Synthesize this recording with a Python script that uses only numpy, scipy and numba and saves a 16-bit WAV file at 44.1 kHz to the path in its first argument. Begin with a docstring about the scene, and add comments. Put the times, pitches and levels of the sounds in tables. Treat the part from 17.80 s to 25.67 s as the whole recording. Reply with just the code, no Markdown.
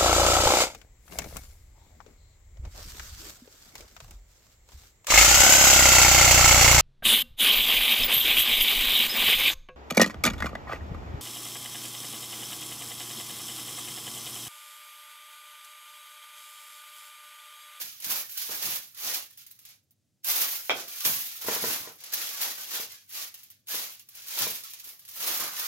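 """Gloved hands brush dye on hair laid in aluminium foil, fetch a new sheet and fold it, in a small tiled room.
From the start, swarms of tiny clicks and lone sharp snaps make the foil's crackle, over low hum and furniture thumps.
A box is bumped from 0.7 s on and a brush drops on a tray at 2.9 s: both are struck banks of damped sines.
From 7.6 s the folded packet adds a narrow band of clicks as it is pressed; noise tails give the walls' answer.
A phone with two ports, the right one nearer, hears it all."""
import sys
import numpy as np
from scipy import signal
from scipy.fft import rfft, irfft
from scipy.io import wavfile
from scipy.ndimage import uniform_filter1d
from numba import njit

SR = 44100
rng = np.random.default_rng(int(sys.argv[2]) if len(sys.argv) > 2 else 0)


def dump_mix(stems):
    """Bounce the given channels to the path in sys.argv[1] as a 16-bit WAV at rate SR."""
    frames = np.atleast_2d(stems).T  # one column per channel
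    limited = np.clip(frames, -1, 1)  # hard clip at full scale
    pcm = np.round(limited * 32767).astype(np.int16)
    wavfile.write(sys.argv[1], SR, pcm)


N = 347067


def undb(db):
    """Gain of a level in dB."""
    return 10 ** (np.asarray(db) / 20)


def unit(x):
    """Scale to rms 1."""
    return x / np.sqrt(np.mean(x ** 2))


def colour(x, points):
    """Causal minimum-phase EQ through (Hz, dB) points, from the cepstrum of the log gain."""
    hz, db = np.transpose(points)
    grid = np.maximum(np.fft.rfftfreq(4096, 1 / SR), 1)
    log_gain = np.interp(np.log(grid), np.log(hz), db) * np.log(10) / 20
    cepstrum = irfft(log_gain)
    # fold the negative times onto the positive ones, which makes the filter causal
    cepstrum[1:2048] *= 2
    cepstrum[2049:] = 0
    impulse = irfft(np.exp(rfft(cepstrum)))
    return signal.fftconvolve(x, impulse)[:N]


def band(x, lo_hz, hi_hz):
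    """Band-pass."""
    sos = signal.butter(2, [lo_hz, min(hi_hz, .45 * SR)], "band", fs=SR, output="sos")
    return signal.sosfilt(sos, x)


def decay(t, t60):
    """Exponential fade that loses 60 dB in t60 seconds."""
    return np.exp(-np.log(1000) * t / t60)


def train(s, gain):
    """One impulse at each time."""
    x = np.zeros(N)
    np.add.at(x, (np.asarray(s) * SR).astype(int), gain)
    return x


# Tone of the house hum, before its overall level: f/Hz, level/dB per Hz
HUM_TONE = [(18, -86), (30, -65), (100, -3), (149, -12.5), (319, -19), (426, -27.5), (584, -26.5),
            (988, -39.5), (6720, -33), (16000, -42)]
HUM_DB = -75  # rms over both ports


def hum():
    """Faint steady rumble and hiss of the house: coloured noise, mostly alike at both ports."""
    mid, side = (colour(rng.standard_normal(N), HUM_TONE) for _ in range(2))
    return undb(HUM_DB) * unit(mid + 0.37 * side * np.array([[1], [-1]]))


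# Deep thumps through the furniture: t/s, level/dB (drive of the swell, before its rise and fade)
THUMP_HITS = [(0.0, -61), (0.26, -49), (0.69, -54), (0.839, -47.5), (1.241, -54), (2.46, -58), (2.57, -55),
              (2.902, -50.5), (3.255, -41), (3.65, -49), (3.82, -39), (4.0, -54), (5.92, -57), (6.6, -45),
              (7.44, -61), (7.6, -50)]
THUMP_RISE_S, THUMP_FADE_S = 0.013, .06  # time constants


def thumps():
    """Low rumble that swells and dies after each push on the furniture."""
    s, db = np.transpose(THUMP_HITS)
    t = np.arange(SR // 2) / SR
    push = (1 - np.exp(-t / THUMP_RISE_S)) * np.exp(-t / THUMP_FADE_S)
    swell = signal.fftconvolve(train(s, undb(db)), push)[:N]
    noise = rng.standard_normal((3, N))
    rumble = band(noise[0] + .35 * noise[1:], 94.0, 330.)  # part shared, part each port's own
    return swell * unit(band(rumble, 60., 400.))


ROOM_T60_S, ROOM_TREBLE_T60_S = 0.34, 0.18


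def room(x):
    """Echo of the tiled walls for one fixed spot: alike at both ports in the bass, shorter in the treble."""
    t = np.arange(SR // 2) / SR
    noise = rng.standard_normal((3, len(t)))
    low = band(noise[0] + 0.22 * noise[1:], 74, 480.0) * decay(t, ROOM_T60_S)
    high = band(noise[1:], 600., 21000) * decay(t, ROOM_TREBLE_T60_S)
    tail = (0.71 * low + high) * np.minimum(t / 0.0098, 1)  # builds up over 9.8 ms
    tail = tail / np.sqrt(np.sum(tail ** 2, axis=1, keepdims=True))
    return signal.fftconvolve(x[None], tail, axes=1)[:, :N]


def knock(events, modes, push_s, db):
    """Blows of short push ring the modes of one small object, which radiates no deep bass."""
    s, level_db = np.transpose(events)
    t = np.arange(SR // 2) / SR
    ring = sum(undb(g) * np.sin(2 * np.pi * hz * t) * decay(t, t60) for hz, g, t60 in modes)
    push = np.hanning(int(push_s * SR) + 3)
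    ring = band(np.convolve(ring, push)[:len(t)], 200.0, 12000)
    return signal.fftconvolve(train(s, undb(level_db + db)), ring / np.abs(ring).max())[:N]


# Bumps against the box: t/s, level/dB (peak of the ring)
BOX_BUMPS = [(0.694, -36), (3.256, -31), (3.647, -36.5), (3.685, -16.5), (3.764, -27), (3.84, -18.5),
             (4.074, -34), (4.998, -32.5), (5.944, -34), (6.668, -27), (7.071, -55)]
# Modes of the box: f/Hz, level/dB (relative), t60/s
BOX_MODES = [(245, -18, .04), (475, 0, .045), (620, -3, .04), (990, -2, .03), (1400, -5, .02),
             (1850, -4, .02)]


def box_bumps():
    """Each bump rings the short, dull modes of the box."""
    return knock(BOX_BUMPS, BOX_MODES, 0.00015, 0.)


# Brush landing on the tray: t/s, level/dB (before the trims of ring and crack)
BRUSH_LANDING = [(2.896, -12)]
# Ringing modes of the tray: f/Hz, level/dB (relative), t60/s
TRAY_MODES = [(677, -16, 0.6), (855, -18, 0.078), (906, -8.5, 0.17), (1710, -18, 0.066), (2040, 0, 0.13),
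              (2340, 6, 0.088)]
# Very short modes of the first crack: f/Hz, level/dB (relative), t60/s
CRACK_MODES = [(800, -4, .009), (1150, -8, .008), (1550, -7, .008), (2450, 0, .009), (3250, 0, .008),
               (5150, -9, .006)]


def brush_on_tray():
    """The dropped brush makes a dry crack and sets the tray ringing; returns ring and crack."""
    ring = knock(BRUSH_LANDING, TRAY_MODES, .0001, -8.0)
    crack = knock(BRUSH_LANDING, CRACK_MODES, .0001, 4.)
    return ring, band(crack, 400., 12000.)


# Gestures that work the foil: t/s (start), rise/s (1 ms at least), hold/s, crackle level/dB,
# fade/(dB/s) (sign ignored), large folds level/dB re crackle, finest creases level/dB re crackle
FOIL_GESTURES = [(-0.004, 0.0014, 0.0067, -38.5, 201, -11.5, 4), (0.05, 0.018, 0.042, -51.5, 85, -23, 2),
                 (0.196, 0.031, 0.038, -45, 280.0, -11, 3), (0.212, 0.079, 0.072, -37, 147, -8, 5.5),
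                 (0.474, 0.021, 0.019, -52.5, 57, -33, 10.5), (0.528, 0.046, 0.18, -42, 150.0, -16.5, 3.5),
                 (0.678, 0.0085, 0.032, -52.5, 90, 5.5, -10), (0.71, 0.12, 0.11, -38.5, 146, -8, 5.5),
                 (1.105, 0.15, 0.11, -38, 221, -8.5, 2.5), (1.483, 0.016, 0.019, -60.5, 200, -20, -8),
                 (1.568, 0.0072, 0.033, -54, 316, -28, 2), (1.657, 0.009, 0.046, -65.5, 100.0, -23, 6),
                 (1.76, 0.1, 0.058, -58, 262, -16, -4), (2.426, 0.042, 0.13, -34.0, 43.5, -9, 5.5),
                 (2.888, 0.084, 0.012, -41.5, 100.0, -4.5, -2),
                 (3.035, 0.064, 0.13, -46, 240.0, -17.5, 3.5), (3.208, 0.0042, 0.083, -43, -5, -14, 4.5),
                 (3.238, 0.008, 0.017, -32.5, 87, -8, 8.5), (3.535, 0.16, 0.047, -36.5, 78, -3, 4),
                 (3.664, 0.015, 0.03, -38.5, 98, -15, -4), (3.738, 0.095, 0.089, -36, 106, -6.5, 3.5),
                 (4.002, 0.037, 0.039, -53, 190, 3, -14), (4.146, 0.075, 0.075, -50.5, 118, -11, -10),
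                 (4.303, 0.026, 0.003, -38, 7.5, -9.5, 1), (4.538, 0.067, 0.066, -37.5, 106, -8, 2.5),
                 (4.756, 0.026, 0.01, -43.5, 73, -7.5, 1), (4.849, 0.068, 0.084, -38, 210.0, -8.5, 0.5),
                 (5.068, 0.023, 0.052, -52, 171, -15.5, -3.5), (5.252, 0.11, 0.057, -41, 180.0, -12, 1),
                 (5.523, 0.011, 0.024, -57.5, 70.0, -14, -3), (5.692, 0.016, 0.005, -63.5, 328, -26, 0),
                 (5.854, 0.054, 0.099, -39.0, 115, -8.5, 2.5), (6.245, 0.12, 0.132, -52.5, 95, -15.5, -1),
                 (6.411, 0.2, 0.0039, -32.5, 87, -6.5, 2.5), (6.68, 0.016, 0.014, -45, 157, -6, 8),
                 (6.831, 0.015, 0.0046, -47, 138, -20.5, -2), (6.926, 0.006, 0.004, -53.5, 44, -19, -5),
                 (7.022, 0.014, 0.093, -56, 312, -9.5, 8), (7.187, 0.012, 0.07, -64.5, 30.0, -13, 3),
                 (7.249, 0.22, 0.05, -36.5, 48, -4.5, 4.5), (7.568, 0.03, 0.018, -37.5, 102, -2, 0.5),
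                 (7.712, 0.049, 0.15, -39.5, 178, -12, 3.5)]
RISE_POWER, FOLDS_STEEPER = 1.83, 1.5  # swell shape; large folds swell and fade this much faster in dB
FADE_QUICKENS_DB_S2 = 75  # a fade gathers pace as the sheet settles


def handling():
    """Each gesture swells, holds and fades; returns crackle dB, and folds and fine creases in dB re crackle."""
    start, rise, hold, peak_db, fade, folds_db, fine_db = np.transpose(FOIL_GESTURES)[:, :, None]
    step = 32  # samples per envelope point
    t = np.arange(0, N, step) / SR - start
    swell = np.clip(t / np.maximum(rise, .001), .001, 1)
    since = np.maximum(t - rise - np.abs(hold), 0)
    fall_db = np.abs(fade) * since + FADE_QUICKENS_DB_S2 * since ** 2
    shape_db = 20 * RISE_POWER * np.log10(swell) - fall_db

    def together(db):
        power = np.sum(undb(peak_db + db) ** 2, axis=0)  # overlapping gestures add in power
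        return np.repeat(10 * np.log10(power), step)[:N]
    crackle = together(shape_db)
    folds = together(FOLDS_STEEPER * shape_db + folds_db)
    fine = together(shape_db + fine_db)
    return crackle, folds - crackle, fine - crackle


CLICKS_PER_S, SIZE_SPREAD_DB, BIGGEST_DB = 8000, 4.5, 11.5


def swarm():
    """Random clicks, most tiny and a few larger, coming in flurries; rms 1."""
    drift = uniform_filter1d(rng.standard_normal(N), int(0.011 * SR))
    flurry = undb(2.96 * unit(drift))
    size_db = np.minimum(SIZE_SPREAD_DB * rng.exponential(size=N), BIGGEST_DB)
    size = undb(size_db) * np.sign(rng.standard_normal(N))
    return unit(flurry * size * (rng.random(N) < CLICKS_PER_S / SR))


@njit
def rings(at, hz, cycles, gain, length):
    """Damped sines, each started at its own sample and falling to 1/e in its number of cycles."""
    out = np.zeros(length)
    for k in range(len(at)):
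        z, p = gain[k] + 0j, np.exp((2j * np.pi - 1 / cycles[k]) * hz[k] / SR)
        for i in range(at[k], min(length, at[k] + int(6 * cycles[k] * SR / hz[k]))):
            z *= p
            out[i] += z.imag
    return out


# Tone of the foil as the phone hears it, for facets, crackle and snaps: f/Hz, level/dB per Hz
FOIL_TONE = [(35, -62), (60, -29), (227, -9.5), (287, -22), (338, -11), (427, -20), (469, -11), (540, -12),
             (1250, -9), (2090, -4.5), (3270, -2), (6580, 0.5), (8120, -5.5), (12700, 6.5), (16000, 1)]
FACETS_PER_S, FACET_DB, FACET_CYCLES = 400, -8.5, 22.5  # level re crackle; cycles before a random 0.22-1.22


def facets(crackle_db):
    """Flat patches between the creases ring briefly, each at its own pitch, wherever the sheet is worked."""
    when, pitch, length, level = rng.random((int(FACETS_PER_S * N / SR), 4)).T
    hz = 1100. * (14000. / 1100.) ** pitch
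    at = (when * N).astype(np.int64)
    tone = rings(at, hz, FACET_CYCLES * (0.22 + length), undb(12.0 * level), N)
    return undb(crackle_db + FACET_DB) * unit(colour(tone, FOIL_TONE))


POCKET_FROM_S, POCKET_DB = 7.6, -52


def pocket():
    """The folded packet resounds as it is pressed: a swarm of clicks in a narrow band."""
    pressed = np.arange(N) > POCKET_FROM_S * SR
    return undb(POCKET_DB) * pressed * unit(band(swarm(), 990.0, 1570.0))


# Lone creases giving way: t/s, level/dB (before the trims of ring and rattle)
LONE_SNAPS = [(0.2017, -23), (0.2448, -11), (0.3003, -25), (0.4953, -26), (0.5753, -13), (0.855, -8),
              (1.1463, -29.5), (1.2466, -13), (1.345, -10.5), (1.5743, -29.5), (1.611, -37), (1.665, -29.5),
              (1.712, -29), (1.7904, -34), (1.852, -28.5), (1.888, -38), (2.1081, -49.5), (2.4451, -12.5),
              (2.4983, -5), (2.755, -19), (3.2066, -14), (3.251, -3.5), (4.1579, -73), (4.238, -20),
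              (4.336, -4.5), (4.6154, -11), (4.78, -25), (5.303, -39), (5.542, -24.5), (5.589, -35),
              (5.6094, -39), (5.6324, -30), (5.702, -31.5), (5.8718, -31), (5.884, -19), (5.953, -12),
              (6.029, -31), (6.196, -27.5), (6.288, -29.5), (6.332, -45), (6.3723, -33), (6.4835, -20),
              (6.753, -20), (6.8366, -21.5), (6.9353, -20), (6.998, -27), (7.0439, -30), (7.05, -31),
              (7.0908, -24), (7.193, -32), (7.251, -31), (7.279, -29), (7.2882, -23.5), (7.535, -26),
              (7.7653, -18)]
TICKS_PER_S, TICK_DB, TICK_SPREAD_DB = 45, 15, 4  # small chance snaps, level re crackle
TICK_MOST_DB = 9  # largest above TICK_DB


def snap_times(crackle_db):
    """Lone snaps plus small chance ones that follow the crackle; returns times and levels in dB."""
    when, size = rng.random((int(TICKS_PER_S * N / SR), 2)).T
    extra_db = np.minimum(-TICK_SPREAD_DB * np.log(size), TICK_MOST_DB)
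    tick_db = crackle_db[(when * N).astype(int)] + TICK_DB + extra_db
    return np.hstack([np.transpose(LONE_SNAPS), [when * N / SR, tick_db]])


SNAP_RING_LO_HZ, SNAP_RING_HI_HZ = 2590, 6230  # the freed patch rings somewhere in here
SNAP_RING_DB = -28  # re snap level


def snap_rings(at, level_db):
    """The patch freed by each snap rings at a pitch of its own, falling to 1/e in 5.1 ms."""
    hz = SNAP_RING_LO_HZ + (SNAP_RING_HI_HZ - SNAP_RING_LO_HZ) * rng.random(len(at))
    return rings(at, hz, hz * 0.0051, undb(level_db + SNAP_RING_DB), N)


def snap_rattles(at, gain):
    """A snap is one sharp crack, then a short rattle of the freed crease: two noise decays."""
    t = np.arange(SR // 20) / SR
    fade = np.exp(-t / 0.0024) + 1.5 * np.exp(-t / 0.00016)
    bursts = rng.standard_normal((len(at), len(t))) * fade
    out = np.zeros(N + len(t))
    for start, g, burst in zip(at, gain, bursts):
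        out[start:start + len(t)] += g * burst
    return out[:N]


def scatter(x, sheen, t60, unlike):
    """Every click leaves from another spot, so the echoes are unrelated: noise whose power trails the clicks."""
    keep = np.exp(-2 * np.log(1000) / t60 / SR)
    power = signal.lfilter([1 - keep], [1, -keep], x ** 2)
    power = uniform_filter1d(power, 132, origin=65)
    noise = rng.standard_normal((3, N))
    sides = np.array([unit(sheen(noise[0] + unlike * own)) for own in noise[1:]])
    return np.sqrt(np.maximum(power, 0)) * sides


# Large folds, middle facets, fine creases: low edge f/Hz, high edge f/Hz, gain of the part's own clicks
# re shared ones, snap level/dB, echo t60/s, echo level/dB, gain of each port's own echo noise re shared noise
SHEET_PARTS = [(270, 1340, .7, -37, 0.22, 0, 1.7), (1670, 7490, 0.7, -20, 0.13, 2, 4.3),
               (8760, 20500, 0.52, -6, 0.085, 1.5, 5.6)]
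SNAP_BRIGHT_DB, BRIGHT_DB_PER_DB = -6, -0.1676  # fine-crease trim at a -29.5 dB snap; small snaps are brighter
DIRECT_DB, SNAP_DIRECT_DB = -7.5, 6  # crackle's direct share; snaps above that share


def foil():
    """Clicks and snaps excite large folds, middle facets and fine creases; returns direct sound and echo."""
    crackle_db, folds_db, fine_db = handling()
    s, level_db = snap_times(crackle_db)
    at = (s * SR).astype(np.int64)
    bright_db = SNAP_BRIGHT_DB + BRIGHT_DB_PER_DB * (level_db + 29.5)
    shared = swarm()
    near = facets(crackle_db) + pocket() + snap_rings(at, level_db)
    walls = room(near)
    for (lo_hz, hi_hz, own, snap_db, t60, echo_db, unlike), rel_db, tint_db in zip(
            SHEET_PARTS, (folds_db, 0, fine_db), (0, 0, bright_db)):
        def sheen(v):
            return band(colour(v, FOIL_TONE), lo_hz, hi_hz)
        rattles = snap_rattles(at, undb(level_db + tint_db + snap_db))
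        snaps = sheen(rattles) / np.std(sheen(shared))
        clicks = unit(sheen(own * swarm() + shared))
        crackle = undb(crackle_db + rel_db) * clicks
        near = near + undb(DIRECT_DB) * (crackle + undb(SNAP_DIRECT_DB) * snaps)
        walls = walls + undb(echo_db) * scatter(crackle + snaps, sheen, t60, unlike)
    return near, walls


# Where the work sits between the ports: t/s, left minus right level/dB
SIDE_PATH = [(0.0, -3), (2.3, -2), (4.5, -0.5), (7.87, -1.5)]
LEFT_LAG = 5  # samples


def scene():
    """Direct sound reaches the right port first; walls join before panning, thumps and hum after it."""
    sheet, walls = foil()
    tray, crack = brush_on_tray()
    box = box_bumps()
    near = sheet + crack + tray + box
    walls = walls + room(undb(-12) * tray + undb(7.5) * crack) + room(undb(-5) * box)
    at_ports = np.array([np.roll(near, LEFT_LAG), near]) + walls
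    pan_db = np.interp(np.arange(N) / SR, *np.transpose(SIDE_PATH))
    return at_ports * undb(np.array([pan_db, -pan_db]) / 2) + thumps() + hum()


TOP_HZ = 15900


def record(dry):
    """The phone cuts the top with a steep low-pass."""
    return signal.sosfilt(signal.ellip(10, .2, 70, TOP_HZ, fs=SR, output="sos"), dry)


dry = scene()
out = record(dry)
dump_mix(out)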